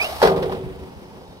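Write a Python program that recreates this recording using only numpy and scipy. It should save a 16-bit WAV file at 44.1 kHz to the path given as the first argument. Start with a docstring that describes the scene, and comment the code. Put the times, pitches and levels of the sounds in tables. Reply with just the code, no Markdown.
"""At a steel skate ramp, a radio-controlled truck flies past and lands.
In the air its gears whine and its spinning tyres hum. Each blow of the landing makes
the steel sheet boom, the hollow tyres smack and the plastic chassis clack.
The wheels drop off the ramp with a low thump and the truck rolls away over asphalt,
flicking grit. A light wind rumbles on the two microphone openings (the ports)."""
import sys
import numpy as np
from scipy import signal
from scipy.fft import rfft, irfft
from scipy.io import wavfile
from scipy.ndimage import uniform_filter1d

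SR = 44100
rng = np.random.default_rng(int(sys.argv[2]) if len(sys.argv) > 2 else 0)


def transcribe(u):
    """Save the signal u as a 16-bit wav file named by the first command-line argument.

    u: samples, shape (n,) or (channels, n), limited to [-1, 1]; the rate is SR.
    q: integer samples, one column per channel.
    """
    v = np.clip(np.atleast_2d(u).T, -1, 1)
    q = np.round(v * 32767).astype(np.int16)
    wavfile.write(sys.argv[1], SR, q)


N = 61739
TIME = np.arange(N) / SR


def gain(db):
    """Turn decibels into a multiplier."""
    return 10 ** (np.asarray(db) / 20)


def curve(rows, column=1):
    """Follow one column of a table through time, in straight lines."""
    rows = np.array(rows)
    return np.interp(TIME, rows[:, 0], rows[:, column])


def per_bin(rows):
    """Spread a table over all frequencies, on a log scale."""
    hz, value = np.array(rows).T
    return np.interp(np.log(np.arange(N // 2 + 1) * SR / N + 1), np.log(hz), value)


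def unit(x):
    """Scale to an average strength (rms) of 1."""
    return x / np.sqrt(np.mean(x ** 2))


def wander(rate):
    """A random wiggle with about `rate` new values a second."""
    step = int(SR / rate)
    stairs = np.repeat(rng.standard_normal(N // step + 1), step)
    return unit(uniform_filter1d(stairs, step)[:N])


def fade(seconds):
    """Die away by 60 dB in this time."""
    return np.exp(-np.log(1000) * TIME / seconds)


def strike(force, ring):
    """Start a copy of the ring at every hit."""
    return signal.fftconvolve(force[None], np.atleast_2d(ring), axes=1)[:, :N]


def turning(hz, rough):
    """The angle of something spinning a little unsteadily."""
    return 2 * np.pi * np.cumsum(hz * (1 + rough * wander(400))) / SR


# Each row: frequency in Hz, phase of the left port against the right in radians.
LEFT_PHASE = [(100, 0), (450, -.4), (900, -.95), (1550, -2.2), (2500, -2.8), (4300, -4.5), (6000, -5.8),
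              (16000, -6.3)]
def ports(x, pan_db=0):
    """Sound from the right reaches the left port later; a negative pan favours the right."""
    phase = np.repeat(per_bin(LEFT_PHASE), 2)[:N + 1]
    left = irfft(rfft(x, 2 * N) * np.exp(1j * phase))[:N]
    return np.array([left * gain(pan_db / 2), x * gain(-pan_db / 2)])


# Each row: frequency in Hz, how alike the two ports sound from 0 to 1.
PORT_LIKENESS = [(40, 0.37), (150, 0.79), (600, 0.57), (2500, 0.52), (5000, 0.27), (9000, 0.12),
                 (16000, 0.1)]
def noise(colour):
    """Stereo noise with the given tone colour, less alike left and right in the treble."""
    shared, left, right = np.exp(2j * np.pi * rng.random((3, N // 2 + 1)))
    alike = per_bin(PORT_LIKENESS)
    common = np.array([shared * np.exp(1j * per_bin(LEFT_PHASE)), shared])
    pair = np.sqrt(alike) * common + np.sqrt(1 - alike) * np.array([left, right])
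    return unit(irfft(pair * gain(per_bin(colour)), N))


def shell(x, ripple_db=1.8, spacing_hz=130):
    """The hollow plastic body colours a sound with narrow peaks and dips."""
    grid = np.arange(0, SR / 2, spacing_hz)
    heights = rng.standard_normal(512)[:len(grid)]
    ripple = np.interp(np.arange(N // 2 + 1) * SR / N, grid, heights)
    return unit(irfft(rfft(x) * gain(ripple_db * ripple), N))


# The wind's tone. Each row: frequency in Hz, relative level in dB.
WIND_COLOUR = [(20, -19), (45, -9.5), (80, -3.5), (150, -13.5), (400, -22), (2000, -60)]
# The breeze's strength. Each row: time in seconds, level in dB.
WIND_LEVEL = [(0, -42.5), (.3, -40.5), (.48, -36), (.7, -44.5), (1, -49.5), (1.4, -52.5)]
def wind():
    """Moving air rumbles on the ports."""
    return noise(WIND_COLOUR) * gain(curve(WIND_LEVEL))


# Each row: middle in seconds, pitch in Hz, half-length in seconds, level in dB.
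LOW_BUMPS = [(.155, 72, .022, -37), (.212, 78, .016, -37), (.268, 56, .018, -27), (.392, 62, .012, -34),
             (.605, 88, .025, -38), (.652, 135, .014, -28), (.671, 70, .008, -26), (.708, 68, .016, -33),
             (.735, 60, .012, -38), (.79, 78, .014, -35), (.825, 77, .018, -32), (.972, 75, .013, -34),
             (1.295, 65, .013, -38)]
def low_bumps():
    """Short low bumps: wind on the ports, and the wheels dropping off the ramp."""
    out = 0
    for middle, hz, width, db in LOW_BUMPS:
        t = TIME - middle
        phase = 2 * np.pi * hz * t + rng.standard_normal((2, 1))
        out += gain(db) * np.exp(-(t / width) ** 2) * np.cos(phase)
    return out


# The gears' whir. Each row: frequency in Hz, relative level in dB.
WHIR_COLOUR = [(400, -19), (800, 20.5), (1500, 5.5), (2300, -7), (3100, -5), (3700, -1), (5400, 2.5),
               (6800, -8.5), (9000, -12), (12500, -9.5), (16000, -21)]
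# The drive on the ground. Each row: time in seconds, whine pitch in Hz, whir level in dB.
GROUND_DRIVE = [(.6, 3300, -68), (.8, 3380, -51.5), (1.1, 3500, -50.5), (1.25, 3690, -51),
                (1.32, 3560, -50), (1.4, 3970, -53.5)]
def driving_off(pull_at_s=1.18, rise_s=.082):
    """The gears whir faintly; a broken whine joins in as the motor pulls again."""
    pull = np.clip((TIME - pull_at_s) / rise_s, 0, 1)
    phase = turning(curve(GROUND_DRIVE) * (1 + .025 * wander(35)), rough=.035)
    whine = ports(np.sin(phase) * gain(3.3 * wander(39.5)) * pull)
    whir = shell(noise(WHIR_COLOUR))
    return (whir + gain(-9) * whine) * gain(curve(GROUND_DRIVE, column=2))


# The tyres' rumble. Each row: frequency in Hz, relative level in dB.
TREAD_COLOUR = [(60, -14.5), (130, -3.5), (190, 2.5), (310, -8.5), (380, -2.5), (490, -2), (600, -8),
                (850, -10), (1300, -19.5), (2200, -21.5), (3500, -26), (5300, -36), (7000, -41.5),
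                (9000, -34), (12000, -40), (16000, -37)]
# The rumble's strength. Each row: time in seconds, level in dB.
TREAD_LEVEL = [(.2, -91), (.3, -32), (.52, -34), (.65, -37.5), (.8, -40), (1, -44), (1.2, -43.5),
               (1.4, -45)]
def rolling(ring_hz=373.2, ring_width_hz=4.9, stones_per_s=3800):
    """Knobbly tyres rumble with a hollow ring and flick grit."""
    hollow = signal.iirpeak(ring_hz, ring_hz / ring_width_hz, fs=SR)
    ring = ports(unit(signal.lfilter(*hollow, rng.standard_normal(N))))
    stones = (rng.random(N) < stones_per_s / SR) * rng.standard_normal(N)
    grit = unit(strike(stones, noise(BRIGHT_COLOUR) * fade(.002)))
    tread = noise(TREAD_COLOUR) * gain(1.6 * wander(90))
    return (tread + gain(-7.5) * ring + gain(-16) * grit) * gain(curve(TREAD_LEVEL))


# The tyres in the air. Each row: time in seconds, pitch in Hz, level in dB.
TYRE_HUM = [(0, 807, -37), (.04, 823, -36), (.066, 628, -33), (.105, 660, -32), (.13, 724, -31),
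            (.18, 930, -51), (.22, 874, -40)]
def spinning_tyres(turns_per_s=33.3, peak_s=.0985):
    """The tread hums and throbs once per wheel turn, until touchdown."""
    throb = 1 + .93 * np.cos(2 * np.pi * turns_per_s * (TIME - peak_s))
    hum = np.sin(turning(curve(TYRE_HUM), rough=.037))
    in_air = TIME < LANDING_BLOWS[1][0]
    return ports(hum * throb * gain(curve(TYRE_HUM, column=2)) * in_air)


# The gears in the air. Each row: time in seconds, pitch in Hz, level in dB.
FLIGHT_WHINE = [(0, 2300, -21.5), (.009, 2300, -23), (.02, 2500, -19.5), (.035, 2570, -28.5),
                (.05, 2720, -22.5), (.08, 3010, -39), (.12, 2950, -50), (.21, 2980, -68)]
# The hiss of gears and air. Each row: frequency in Hz, relative level in dB.
HISS_COLOUR = [(100, -26), (300, -11), (500, -3), (800, 0.5), (1000, -7), (1140, -1.5), (1400, -10.5),
               (2600, -12), (5300, -12.5), (7000, -27), (8500, -22), (13000, -22), (16000, -28)]
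# The hiss's strength. Each row: time in seconds, level in dB.
HISS_LEVEL = [(0, -31), (.036, -25.5), (.07, -29), (.13, -32), (.21, -31.5), (.3, -38), (.45, -73.5)]
def motor(flare_at_s=.032, flare_width_s=.011):
    """The gears whine and hiss in flight; the octave above the whine flares briefly."""
    phase = turning(curve(FLIGHT_WHINE), rough=.0216)
    flare = gain(-4) * np.exp(-((TIME - flare_at_s) / flare_width_s) ** 2)
    whine = np.sin(phase) + flare * np.sin(2 * phase)
    whine *= gain(curve(FLIGHT_WHINE, column=2) + 3.9 * wander(300))
    hiss = shell(noise(HISS_COLOUR)) * gain(curve(HISS_LEVEL) + 1.06 * wander(198))
    return ports(whine, pan_db=-5.5) + hiss


# Wheels and chassis hit the ramp. Each row: start in seconds,
# strength of the boom, of the clack and of the smack in dB, smack pitch in Hz.
LANDING_BLOWS = [(0.2174, -14.5, -4, 1, 866), (0.2271, -1.5, 1.5, 2.5, 569), (0.2346, -4.5, -3, -2, 460),
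                 (0.2478, -2, -2.5, -4, 441), (0.2544, -11.5, -9.5, -15, 486), (.262, -15, -6.5, -9, 460),
                 (0.2732, -8.5, -2, -6, 421), (.288, -9, -22, -8.5, 470), (.297, -18.5, -14, -21, 520),
                 (.316, -17.5, -17, -10.5, 767), (0.338, -17, -30, -18, 480),
                 (0.3618, -15, -16.5, -12.5, 467), (.378, -18, -17, -30, 610),
                 (0.4239, -28.5, -17, -15, 450), (0.4281, -26, -14, -12, 510), (0.438, -22, -25, -25, 490),
                 (.456, -35, -22, -12.5, 443), (0.4959, -22, -24, -14.5, 800), (.517, -29, -21, -17.5, 578),
                 (.5228, -25.5, -18.5, -15.5, 1005), (.533, -25, -25, -25, 670),
                 (0.55, -32.5, -24.5, -27, 596), (.578, -38, -37, -26.5, 500), (.604, -42, -37, -42, 790)]
CONTACT_S = .0012  # how long a blow takes to build up
def blows(column):
    """One sharp push per blow, as strong as that column says."""
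    force = np.zeros(N)
    for row in LANDING_BLOWS:
        force[int(row[0] * SR)] += gain(row[column])
    return force


def tyre_smacks(cycles=17):
    """Hollow rubber tyres smack the sheet and ring for just a few cycles."""
    out = 0
    for start, _, _, db, hz in LANDING_BLOWS:
        age = np.maximum(TIME - start, 0)
        rise = 1 - np.exp(-age / CONTACT_S)
        decay = np.exp(-np.log(1000) * age * hz / cycles)
        out += gain(db) * np.sin(2 * np.pi * hz * age) * rise * decay
    return ports(out)


# A hard clack and a soft one. Each row: frequency in Hz, relative level in dB.
BRIGHT_COLOUR = [(300, -26), (900, 5), (1600, 12.5), (2100, 5.5), (2700, 0.5), (4000, 3), (5400, -2.5),
                 (7000, -18), (8300, -12), (10000, -15.5), (13000, -15), (16000, -20)]
DULL_COLOUR = [(500, -24), (1100, -2), (1600, 5), (2200, 12), (3500, 14), (5000, -21), (7000, -31),
               (12000, -24), (16000, -27)]
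def chassis():
    """Plastic parts rattle after each blow: bright when hit hard, dull when hit lightly."""
    force = blows(column=2)
    clack = gain(-17.5) * fade(.096)
    crack = gain(-34) * fade(.0088)
    bright_energy = strike(force ** 2, (clack + crack) ** 2)
    dull_energy = strike(force, (gain(-35.5) * fade(.14)) ** 2)
    bright = shell(noise(BRIGHT_COLOUR)) * np.sqrt(np.abs(bright_energy))
    dull = noise(DULL_COLOUR) * np.sqrt(np.abs(dull_energy))
    return (bright + dull) * gain(.56 * wander(350))


# The steel's ringing tones. Each row: pitch in Hz, relative level in dB, fade time in seconds.
SHEET_TONES = [(160, -13, 1.25), (183.3, -6.5, 0.52), (281, -22, 2.5), (372.7, -10, 1.47),
               (387.2, -2.5, 0.92), (464, -4.5, 0.9), (486, -13, 1.05), (529, -8, 0.64), (619, -18.5, .55),
               (750.5, -9.5, 0.53), (780.4, -30, 0.17), (873, -16, 0.58), (999, -10.5, 0.18),
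               (1212, -16, .3)]
# Its many weaker tones blur into a wash. Each row: frequency in Hz, relative level in dB.
WASH_COLOUR = [(40, -23), (120, -19), (175, -9), (250, -18.5), (320, -20), (400, 0), (520, -7.5), (650, -2),
               (850, -7.5), (1200, -9.5), (1700, -28.5), (2500, -31), (6000, -74)]
def ramp(bass_swell_s=.013, tail_top_hz=1090):
    """Each blow thuds and adds energy to the steel sheet's tones; the bass swells late."""
    force = blows(column=1)
    contact = 1 - np.exp(-TIME / CONTACT_S)
    tones = 0
    for hz, db, fade_s in SHEET_TONES:
        swell = 1 - np.exp(-TIME / bass_swell_s * (hz / SHEET_TONES[0][0]) ** 3)
        ring = fade(fade_s) * contact * swell
        size = np.sqrt(np.abs(strike(force ** 2, ring ** 2)[0]))
        # Each blow lands on another spot, which shifts the tone's phase.
        shift = sum(.4 * rng.standard_normal() * np.clip((TIME - start) * hz, 0, 1)
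                    for start, *_ in LANDING_BLOWS)
        tones += gain(db - 16) * size * np.sin(2 * np.pi * hz * TIME + shift)
    lowpass = signal.butter(2, tail_top_hz, fs=SR, output="sos")
    tail = gain(-20.5) * signal.sosfilt(lowpass, noise(WASH_COLOUR)) * fade(.74)
    thud = gain(-8.5) * noise(WASH_COLOUR) * fade(.11)
    return ports(tones) + strike(force, (tail + thud) * contact)


def landing():
    """The crash on the ramp, a little to the right."""
    return (ramp() + tyre_smacks() + chassis()) * gain([[-.55], [.55]])


def scene():
    """The truck flies, lands and rolls away in a light wind."""
    return motor() + spinning_tyres() + landing() + rolling() + driving_off() + wind() + low_bumps()


def record(dry, ceiling=.95, top_hz=15700):
    """Round off the tallest peaks and cut the highest treble."""
    rounded = dry / (1 + (dry / ceiling) ** 6) ** (1 / 6)
    return signal.sosfilt(signal.ellip(10, .2, 90, top_hz, fs=SR, output="sos"), rounded)


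dry = scene()
out = record(dry)
transcribe(out)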